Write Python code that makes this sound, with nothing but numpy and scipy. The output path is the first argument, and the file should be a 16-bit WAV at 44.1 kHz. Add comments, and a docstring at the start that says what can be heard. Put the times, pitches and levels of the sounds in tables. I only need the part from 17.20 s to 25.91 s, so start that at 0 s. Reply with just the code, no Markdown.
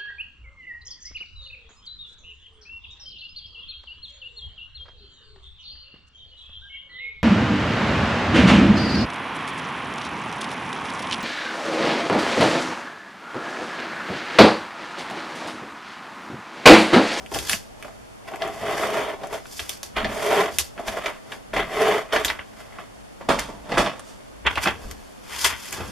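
"""Desk in a small room. A hand-held tape gun is set on a paper sheet, rolled along it and lifted,
three times; then it is laid down and sheets are picked up. Gear teeth ring and rattle the hollow
plastic shell, tape hisses as it peels, paper slides and snaps, the desk thumps; the room hums below."""
import sys
import numpy as np
from scipy import signal
from scipy.fft import rfft, irfft, next_fast_len
from scipy.io import wavfile
from scipy.ndimage import uniform_filter1d

SR = 44100
rng = np.random.default_rng(int(sys.argv[2]) if len(sys.argv) > 2 else 0)


def dump_mix(stems):
    """Bounce the given channels to the path in sys.argv[1] as a 16-bit WAV at rate SR."""
    frames = np.atleast_2d(stems).T  # one column per channel
    limited = np.clip(frames, -1, 1)  # hard clip at full scale
    pcm = np.round(limited * 32767).astype(np.int16)
    wavfile.write(sys.argv[1], SR, pcm)


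N = 384111

# one curve per stroke along the sheet: t/s, shell ring/dB, peel hiss/dB
ROLL_STROKES = [
    [(1.3, -57, -59), (1.35, -46.5, -51.5), (1.47, -27, -45), (1.584, -27.5, -40.5), (1.834, -26.5, -44),
     (1.94, -36.5, -57), (1.98, -52, -74)],
    [(2.87, -39, -53), (2.924, -35, -45.5), (3.04, -28.5, -39), (3.13, -19.5, -35), (3.21, -19.5, -37),
     (3.25, -26, -41.5), (3.314, -37, -59), (3.36, -56, -60)],
    [(4.46, -58, -71), (4.52, -31.5, -45.5), (4.618, -20, -37.5), (4.766, -22.5, -41), (4.856, -43.5, -59),
     (4.91, -53, -74)],
]
# hiss of peeling tape and paper edges: f/Hz, density/dB
HISS_SPECTRUM = [(2120, -20), (3600, -5), (4010, -6.5), (4790, -1.5), (8140, -7.5), (12800, -10.5),
                 (15000, -28), (15600, -34), (16300, -77)]


def tape_gun():
    """Uneven tooth contacts ring the shell and rattle the gears; tape peels with a finer hiss."""
    # grip, set down, lift: peak t/s, ring/dB, rise/s, fall/s, rattle re ring/dB, hiss re ring/dB
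    moves = [(0.012, -38.5, .03, 0.094, -8, -22), (0.656, -44.5, 0.27, 0.29, -5, -11),
             (1.085, -46, .03, 0.033, 9, -4), (1.118, -36.5, 0.14, 0.5, -6, -20),
             (1.218, -29.5, 0.024, 0.28, -3.5, -21), (2.046, -32, .15, 0.15, -7, -19.5),
             (2.13, -28.5, 0.032, 0.12, -3.5, -11), (2.772, -25.5, 0.021, 0.18, 4.5, -16),
             (3.602, -29.5, 0.055, 0.072, -9.5, -24), (3.68, -30.5, 0.028, 0.085, -0.5, -4),
             (3.787, -29, 0.13, 0.02, -6, -16), (3.867, -32, 0.26, 0.16, 2.5, -12),
             (4.129, -38.5, 0.098, 0.13, -1.5, -9.5), (4.337, -28.5, 0.0025, 0.28, -0.5, -15),
             (4.404, -25, 0.067, 0.068, 3, -24), (4.934, -23.5, 0.026, 0.27, 0, -13),
             (5.02, -44, 0.37, 0.048, 0, -39), (5.404, -47.5, 0.17, 0.17, 0.2, -6.5),
             (5.606, -45.5, 0.21, 0.12, 4, -14)]
    gear_spectrum = [(590, -55), (1000, 3), (1400, 3), (1590, 0), (2010, 3.5), (2470, -3.5), (3410, -4.5),
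                     (3720, -8), (4010, -16.5), (4400, -12), (5720, -51), (9680, -120)]  # f/Hz, density/dB
    roll_rattle_db = -2.5
    roll, unwind = curve_gains(ROLL_STROKES)
    ring, rattle, peel = swells(moves) + [roll, amp(roll_rattle_db) * roll, unwind]
    judder = amp(1.8 * drift(rate_hz=40))  # roller grips and slips
    teeth = grains(per_s=1500, spread_db=0.93, friction=1) * judder
    tape = grains(per_s=4000, spread_db=3.7, friction=1) * judder
    load_db = 0.55 * np.clip(20 * np.log10(ring + 1e-9) + 24, -15, 15)  # harder push, more low modes
    return (ring * unit_rms(shell(teeth, load_db))
            + rattle * unit_rms(coloured(teeth, gear_spectrum))
            + peel * unit_rms(coloured(tape, HISS_SPECTRUM)))


def shell(x, load_db):
    """Hollow plastic: parallel modes over weak broad radiation; load scales the lowest four."""
    modes = [(216, 8, -17), (300, 51, -24.5), (410, 23, -3), (437.3, 17.8, 1.5), (599, 62, -14.5),
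             (672.4, 35.2, 0.3), (770, 35, -10), (992, 33, -26)]  # f/Hz, width/Hz, level/dB
    rings = [(-1) ** k * amp(db) * resonance(x, hz, width) for k, (hz, width, db) in enumerate(modes)]
    return amp(load_db) * sum(rings[:4]) + sum(rings[4:]) + amp(-14) * band(x, 248, 1055)


def gun_laid_down():
    """Loose parts clatter as the gun settles on the desk top."""
    # settling: peak t/s, ring/dB, rise/s, fall/s, rattle re ring/dB, hiss re ring/dB
    moves = [(6.012, -35.5, 0.018, 0.14, -10.5, -27), (6.089, -17, 0.0041, .17, -5.5, -16),
             (6.189, -44.5, .003, 0.15, 11, 7.5), (6.292, -38.5, 0.015, .2, -14, -21),
             (6.47, -50, 0.13, .05, -11, -13), (6.495, -33, 0.016, 0.36, -12.5, -18),
             (6.55, -32.5, 0.11, 0.038, -1.5, -24), (6.582, -15.5, .015, 0.13, -3, -14),
             (6.662, -30.5, 0.0042, 0.14, 1, -22), (6.79, -57, 0.067, 1, -5, -9),
             (6.9, -59.5, 0.13, 0.11, 5, 10)]
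    contact_spectrum = [(88, -44), (150, -10.5), (221, -4.5), (364, -8.5), (687, -1), (764, -8.5),
                        (892, -4), (1210, -19), (1290, -17), (1500, -36), (1950, -21), (3300, -120)]  # gun and desk top together: f/Hz, density/dB
    parts_spectrum = [(650, -44), (1100, -3.5), (2830, -12), (3570, -11), (3990, -22), (4400, -22),
                      (5720, -28), (9680, -120)]  # loose parts: f/Hz, density/dB
    ring, rattle, hiss = swells(moves)
    clatter = grains(per_s=900, spread_db=0.59, friction=1) * amp(1.1 * drift(rate_hz=19))
    return (ring * unit_rms(coloured(clatter, contact_spectrum))
            + rattle * unit_rms(coloured(clatter, parts_spectrum))
            + hiss * unit_rms(band(clatter, 3100, 9100)))


def knocks_and_snaps():
    """A click and dying chatter make a tick; the chatter rings the shell; snaps add a treble crack."""
    # pitched knocks and taps, handling gun and sheets: t/s, tick peak/dB, tick f/Hz, shell re tick/dB
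    knocks = [(0.1156, -32.5, 1390, 9), (0.1555, -23, 1280, 3), (0.6469, -29, 1330, -2.1),
              (0.6814, -31, 1230, -5.5), (1.136, -31, 1180, 7.5), (1.2208, -14.5, 1820, -27),
              (2.012, -40, 1300, 9), (2.0335, -34, 1500, 11.5), (2.126, -39.5, 2320, 16),
              (2.157, -30.5, 1510, -0.5), (2.394, -14, 3100, -20), (2.7658, -16, 1980, -25),
              (2.8457, -11, 1820, -4.5), (3.5783, -24.5, 1440, -11), (3.683, -17, 1670, -9),
              (3.77, -24.5, 1700, 3.5), (3.8598, -14, 2050, -35), (4.121, -17.5, 1670, -42),
              (4.3335, -20.5, 1620, -14), (4.3653, -12.5, 1940, -3), (4.9254, -13, 3080, -11),
              (4.9618, -7, 1700, -8.5), (5.0809, -14, 3600, -31), (5.1014, -9, 1850, -35),
              (5.1875, -40, 1600, -22), (5.586, -25, 1210, -5.5), (6.0895, -20, 1193, 6.5),
              (6.1045, -13, 1230, -0.5), (6.1893, -15, 2050, -19), (6.5191, -19, 1800, 0.5),
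              (6.5734, -7, 1110, -2.5), (6.661, -34, 1210, -8), (7.2664, -8, 2570, -21),
              (7.3562, -17.5, 2620, -10.5), (7.3744, -11, 1290, -11), (7.458, -10.5, 1330, -2.5),
              (7.4734, -7.5, 1930, -14.5), (8.2529, -5.5, 1900, -16.5)]
    snaps = [(0.062, -26, 2870, -5), (0.141, -24, 2200, -1), (0.1462, -13.5, 2800, 1),
             (0.1885, -12, 3740, 2), (0.2958, -7.5, 3450, 3), (0.3321, -4, 2850, -7),
             (0.626, -21, 2200, -7), (1.077, -31, 2500, -5), (1.159, -27.5, 2500, -1.5),
             (1.277, -35, 3000, 7.5), (2.033, -35, 2000, -16), (2.071, -32, 1350, 2),
             (2.256, -31, 1460, -14), (2.494, -11, 3400, 4.5), (2.6311, -23, 1320, 8),
             (3.3857, -4, 3800, 7.5), (3.683, -13.5, 3000, -12), (5.039, -32, 3000, 5),
             (5.048, -2.5, 3470, 0), (6.1943, -18, 1860, 6.5), (6.7954, -26, 1260, 1),
             (7.356, -29, 1300, -1), (7.7122, -22, 2180, 2.5), (8.2452, -4, 3300, -4),
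             (8.2542, -11, 2550, -4), (8.509, -28, 2500, 4), (8.5266, -17.5, 2240, 5)]  # paper and tape: t/s, tick peak/dB, tick f/Hz, crack re tick/dB
    echoes = [(.0035, -4.5), (.009, -8), (.02, -41)]  # off desk and clutter: delay/s, level/dB
    knock_ping, knock_t60_s = 3.2, 0.18  # ping: gain of the tick's pitched part
    snap_ping, snap_t60_s, snap_shell_db = 1, 0.036, -25.5
    hits = [(s, db, hz, body_db, -np.inf, knock_ping, knock_t60_s) for s, db, hz, body_db in knocks]
    hits += [(s, db, hz, snap_shell_db, crack_db, snap_ping, snap_t60_s) for s, db, hz, crack_db in snaps]
    size = 4096
    out, t = np.zeros(N + size), np.arange(size) / SR
    for start_s, db, tick_hz, body_db, crack_db, ping, t60_s in hits:
        noise = rng.standard_normal(size)
        fade = decay(t, t60_s)
        onset = 1 - np.exp(-t / 0.0015)
        body = shell(noise * fade * onset, load_db=-14.5) * decay(t, 0.15)
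        click = 7 * noise * decay(t, 0.002)
        click = click + sum(amp(echo_db) * np.roll(click, round(lag_s * SR)) for lag_s, echo_db in echoes)
        tick = click + noise * fade ** 2
        tick = band(tick, 0.5 * tick_hz, min(2.2 * tick_hz, 4200)) + ping * resonance(tick, tick_hz, 310)
        tick = band(tick, 140, 2.6 * tick_hz)  # soft contact dulls the top
        crack = band(click + noise * decay(t, 0.067 * t60_s), 3300, 11300)
        parts = [(tick, db), (body, db + body_db), (crack, db + crack_db)]
        at = round(start_s * SR)
        out[at:at + size] += sum(amp(peak_db) * x / np.abs(x).max() for x, peak_db in parts)
    return out[:N]


def paper():
    """Fibre crackle on sliding noise; the sheet flaps below, its edge hisses above."""
    # slide, turn, pick up: peak t/s, rustle/dB, rise/s, fall/s, flap re rustle/dB, hiss re rustle/dB
    moves = [(0.02, -65.5, 0.06, 0.13, 19, 9), (0.152, -40, 0.071, 0.27, 4.5, 7.5),
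             (0.27, -51, 0.013, 0.18, -39, 9), (0.326, -33.5, 0.1, 0.094, -9, 8),
             (2.33, -62.5, 0.17, 0.27, 7, 12.5), (2.386, -58, 0.19, 0.037, -10, 18),
             (2.398, -39.5, 0.0078, 0.14, -6, 3), (2.499, -46.5, 0.03, 0.17, -8, 8.5),
             (2.637, -51.5, .005, 0.11, 4, 12), (3.35, -50, 0.11, 0.08, 8.5, 10),
             (3.391, -38.5, 0.0075, 0.12, -4, 11), (5.053, -36, 0.0027, 0.054, 6.5, 11.5),
             (5.099, -31.5, 0.037, .13, -8, -11.5), (5.193, -30.5, .005, 0.05, -15, -38),
             (7.256, -35, 0.01, .05, 2.5, -30), (7.272, -14.5, 0.021, 0.04, -24, -45),
             (7.31, -35.5, .05, 0.19, -3.5, -12.5), (7.378, -18.5, 0.0088, 0.024, -15, -21),
             (7.436, -33.5, 0.052, 0.1, -39, 3.5), (7.474, -23, 0.066, 0.097, -4, -41),
             (7.64, -60.5, 0.21, .3, 16.5, 7.5), (7.713, -57, 0.03, 0.033, 3, 10),
             (7.82, -61.5, 0.9, 0.97, -5, 2.1), (8.133, -35.5, 0.1, 0.33, -10.5, -5.5),
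             (8.22, -49.5, 0.14, 0.082, -40, 19), (8.248, -18.5, 0.015, 0.076, -18, 2),
             (8.345, -32.5, 0.16, 0.05, -11.5, -34), (8.47, -43, 0.33, 0.16, -18, 3.5),
             (8.524, -39.5, 0.0084, 0.2, -5, 4), (8.607, -40.5, 0.12, 0.11, 7, -24),
             (8.7, -52.5, 0.16, .2, 9, 4.5)]
    rustle_spectrum = [(530, -20), (900, 10), (1820, 9.5), (1970, 13), (2120, 10), (3490, 5.5), (3930, -13),
                       (4400, -14.5), (5720, -52), (9680, -120)]  # f/Hz, density/dB
    flap_spectrum = [(71, 1), (120, -11), (183, -4.5), (376, 0), (420, 1), (464, 0), (1700, -13.5),
                     (2210, -77), (3740, -120)]  # f/Hz, density/dB
    rustle, flap, hiss = swells(moves)
    crackle = grains(per_s=3000, spread_db=0.4, friction=2.3) * amp(2.06 * drift(rate_hz=102))
    return (rustle * unit_rms(coloured(crackle, rustle_spectrum))
            + flap * unit_rms(coloured(crackle, flap_spectrum))
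            + hiss * unit_rms(coloured(crackle, HISS_SPECTRUM)))


def desk():
    """Thumps and roller rumble carried by the desk, partly on a separate path to each side."""
    thumps = [(0.34, -61, -38, 0.05), (1.23, -55, -52, 0.82), (1.42, -60, -48, 0.63),
              (2.775, -33, -38, 0.34), (2.85, -48, -33, 0.14), (3.69, -46, -47.5, 0.31),
              (4.345, -34, -36.5, 0.35), (4.94, -45, -50, 0.34), (6.1, -36, -35.5, 0.43),
              (6.52, -48, -36, 0.21), (6.585, -27.5, -27, 0.1), (7.275, -62, -52, 0.2),
              (7.47, -61, -43, .25), (7.66, -35, -49, 0.2), (8.56, -66, -64, 0.31), (8.69, -58, -44, .3)]  # peak t/s, boom/dB, panel/dB, fall/s
    boom_spectrum = [(8.8, -33), (15, -8.5), (49, -2), (63, -1), (85, -76), (110, -54), (190, -120)]  # deep boom: f/Hz, density/dB
    panel_spectrum = [(50, -63), (85, -5), (178, -12), (210, -2.5), (247, -11.5), (280, -7), (360, -36),
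                      (620, -120)]  # top panel: f/Hz, density/dB
    rise_s, roll_panel_db, rest_boom_db, rest_panel_db = 0.037, -36, -58, -57
    boom, panel = swells([(s, db, rise_s, fall_s, panel_db - db) for s, db, panel_db, fall_s in thumps])
    roll, _ = curve_gains(ROLL_STROKES)
    boom += amp(rest_boom_db)
    panel += amp(roll_panel_db) * roll + amp(rest_panel_db)
    out = 0
    for spectrum, gain in ((boom_spectrum, boom), (panel_spectrum, panel)):
        mid, side = coloured(rng.standard_normal((2, N)), spectrum)
        out = out + gain * unit_rms(mid + 0.21 * side * [[1], [-1]])
    return out


def treble_spread(x):
    """Treble leaves many points of sheet and shell at once, so part of it differs left to right."""
    envelope = np.sqrt(np.abs(uniform_filter1d(band(x, 6300, 14000) ** 2, size=32)))
    side = amp(1.5) * band(envelope * rng.standard_normal(N), 4400, 12600)
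    return side * [[1], [-1]]


def reflections(x, t60_s=0.091, patterns=3, shifts_per_s=2.882):
    """Dense stereo tails, crossfaded in a cycle: the pattern shifts as the hands move."""
    echo_spectrum = [(60, 19), (300, -14), (1000, -7), (4000, -5.5), (12000, -6.5)]  # f/Hz, reflected re direct/dB
    t, out = np.arange(SR // 4) / SR, 0
    position = np.arange(N) / SR * shifts_per_s % patterns
    for k in range(patterns):
        tail = rng.standard_normal((2, len(t))) * decay(t, t60_s) * (t > 0.001)
        tail /= np.sqrt(np.sum(tail ** 2, axis=1, keepdims=True))
        distance = np.abs((position - k + patterns / 2) % patterns - patterns / 2)
        weight = np.cos(np.pi / 2 * np.minimum(distance, 1))
        out = out + signal.oaconvolve([x * weight], tail, axes=1)[:, :N]
    return coloured(out, echo_spectrum)


def room_tone(mid_db=-51):
    """Steady hum and hiss, more side than mid."""
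    mid_spectrum = [(12, -45), (20, -21), (49, -21), (79, -38), (108, -0.5), (143, -18.5), (340, -11),
                    (438, -8.5), (613, -5.5), (667, -6), (1040, -11), (3800, -20), (10700, -25.5),
                    (15000, -39), (16300, -74)]  # f/Hz, density/dB
    side_spectrum = [(60, 8), (110, 11), (200, 20.5), (380, 11), (700, 4), (1290, 3.5), (2380, 1.5),
                     (4400, 0), (8120, -0.5), (15000, -1)]  # f/Hz, side re mid/dB
    mid, side = rng.standard_normal((2, N))
    mid, side = coloured(mid, mid_spectrum), coloured(side, mid_spectrum, side_spectrum)
    return amp(mid_db) * (mid + side * [[1], [-1]]) / np.std(mid)


def swells(moves, depth_db=30):
    """Gains of a main layer and its companions; each move spans depth_db per rise or fall time."""
    out = np.zeros((len(moves[0]) - 3, N))
    for peak_s, db, rise_s, fall_s, *companions_db in moves:
        first, last = round((peak_s - 2 * rise_s) * SR), round((peak_s + 2 * fall_s) * SR)
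        at = np.arange(max(first, 0), min(last, N))
        below_db = depth_db * np.maximum((peak_s - at / SR) / rise_s, (at / SR - peak_s) / fall_s)
        out[:, at] += amp(db - below_db) * amp([0, *companions_db])[:, None]
    return out


def curve_gains(curves):
    """One gain per dB column, summed over curves; each is silent outside its span."""
    t = np.arange(N) / SR
    return sum(amp([np.interp(t, times_s, db, left=-200, right=-200) for db in columns])
               for times_s, *columns in map(np.transpose, curves))


def grains(per_s, spread_db, friction):
    """Random clicks of uneven size over friction noise."""
    sizes = amp(spread_db * np.minimum(rng.exponential(1, N), 5)) * rng.choice([-1, 1], N)
    clicks = unit_rms(sizes * (rng.random(N) < per_s / SR))
    return unit_rms(clicks + friction * rng.standard_normal(N))


def drift(rate_hz):
    """Low-passed noise, unit rms."""
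    r = np.exp(-2 * np.pi * rate_hz / SR)
    return unit_rms(signal.lfilter([1], [1, -2 * r, r * r], rng.standard_normal(N + SR))[SR:])


def coloured(x, *spectra):
    """Filter by the summed dB shapes; steep fall below the first shape's lowest point."""
    size = next_fast_len(x.shape[-1])
    log_hz = np.log(np.maximum(np.arange(size // 2 + 1) * SR / size, 1))
    db = sum(np.interp(log_hz, np.log(hz), level_db) for hz, level_db in map(np.transpose, spectra))
    db -= 40 * np.clip(np.log(spectra[0][0][0]) - log_hz, 0, 3)
    return irfft(rfft(x, size) * amp(db), size)[..., :x.shape[-1]]


def band(x, low_hz, high_hz):
    """Causal band-pass."""
    return signal.sosfilt(signal.butter(2, [low_hz, high_hz], "band", fs=SR, output="sos"), x)


def resonance(x, hz, width_hz):
    """Two-pole resonator, unit peak gain."""
    r = np.exp(-np.pi * width_hz / SR)
    gain = (1 - r * r) / 2
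    return signal.lfilter([gain, 0, -gain], [1, -2 * r * np.cos(2 * np.pi * hz / SR), r * r], x)


def decay(t, t60_s):
    return amp(-60 * t / t60_s)


def amp(db):
    return 10 ** (np.asarray(db) / 20)


def unit_rms(x):
    return x / np.sqrt(np.mean(x ** 2) + 1e-20)


def scene():
    """Gun and paper panned with the hands, over desk and room."""
    hand_pan = [(0, 0), (1.5, 0), (3.2, -1), (4.5, 0), (5.2, -1.5), (6.1, -2), (7.5, -1.5), (8.1, 3),
                (8.4, 2.5), (8.6, -0.5)]  # t/s, left re right/dB
    near = tape_gun() + gun_laid_down() + paper() + knocks_and_snaps()
    pan_db = np.interp(np.arange(N) / SR, *np.transpose(hand_pan))
    direct = near * amp([pan_db / 2, -pan_db / 2])
    return direct + treble_spread(near) + reflections(near) + desk() + room_tone()


def record(dry, ceiling=1.15, stopband_hz=16200):
    """Two narrow treble dips, soft clipping, steep low-pass."""
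    dips = [(3960, 180, -40), (8110, 220, -37)]  # f/Hz, width/Hz, gain/dB
    for hz, width_hz, db in dips:
        dry = dry - (1 - amp(db)) * resonance(dry, hz, width_hz)
    rounded = ceiling * np.tanh(dry / ceiling)
    return signal.sosfilt(signal.cheby2(12, 70, stopband_hz, fs=SR, output="sos"), rounded)


dry = scene()
out = record(dry)
dump_mix(out)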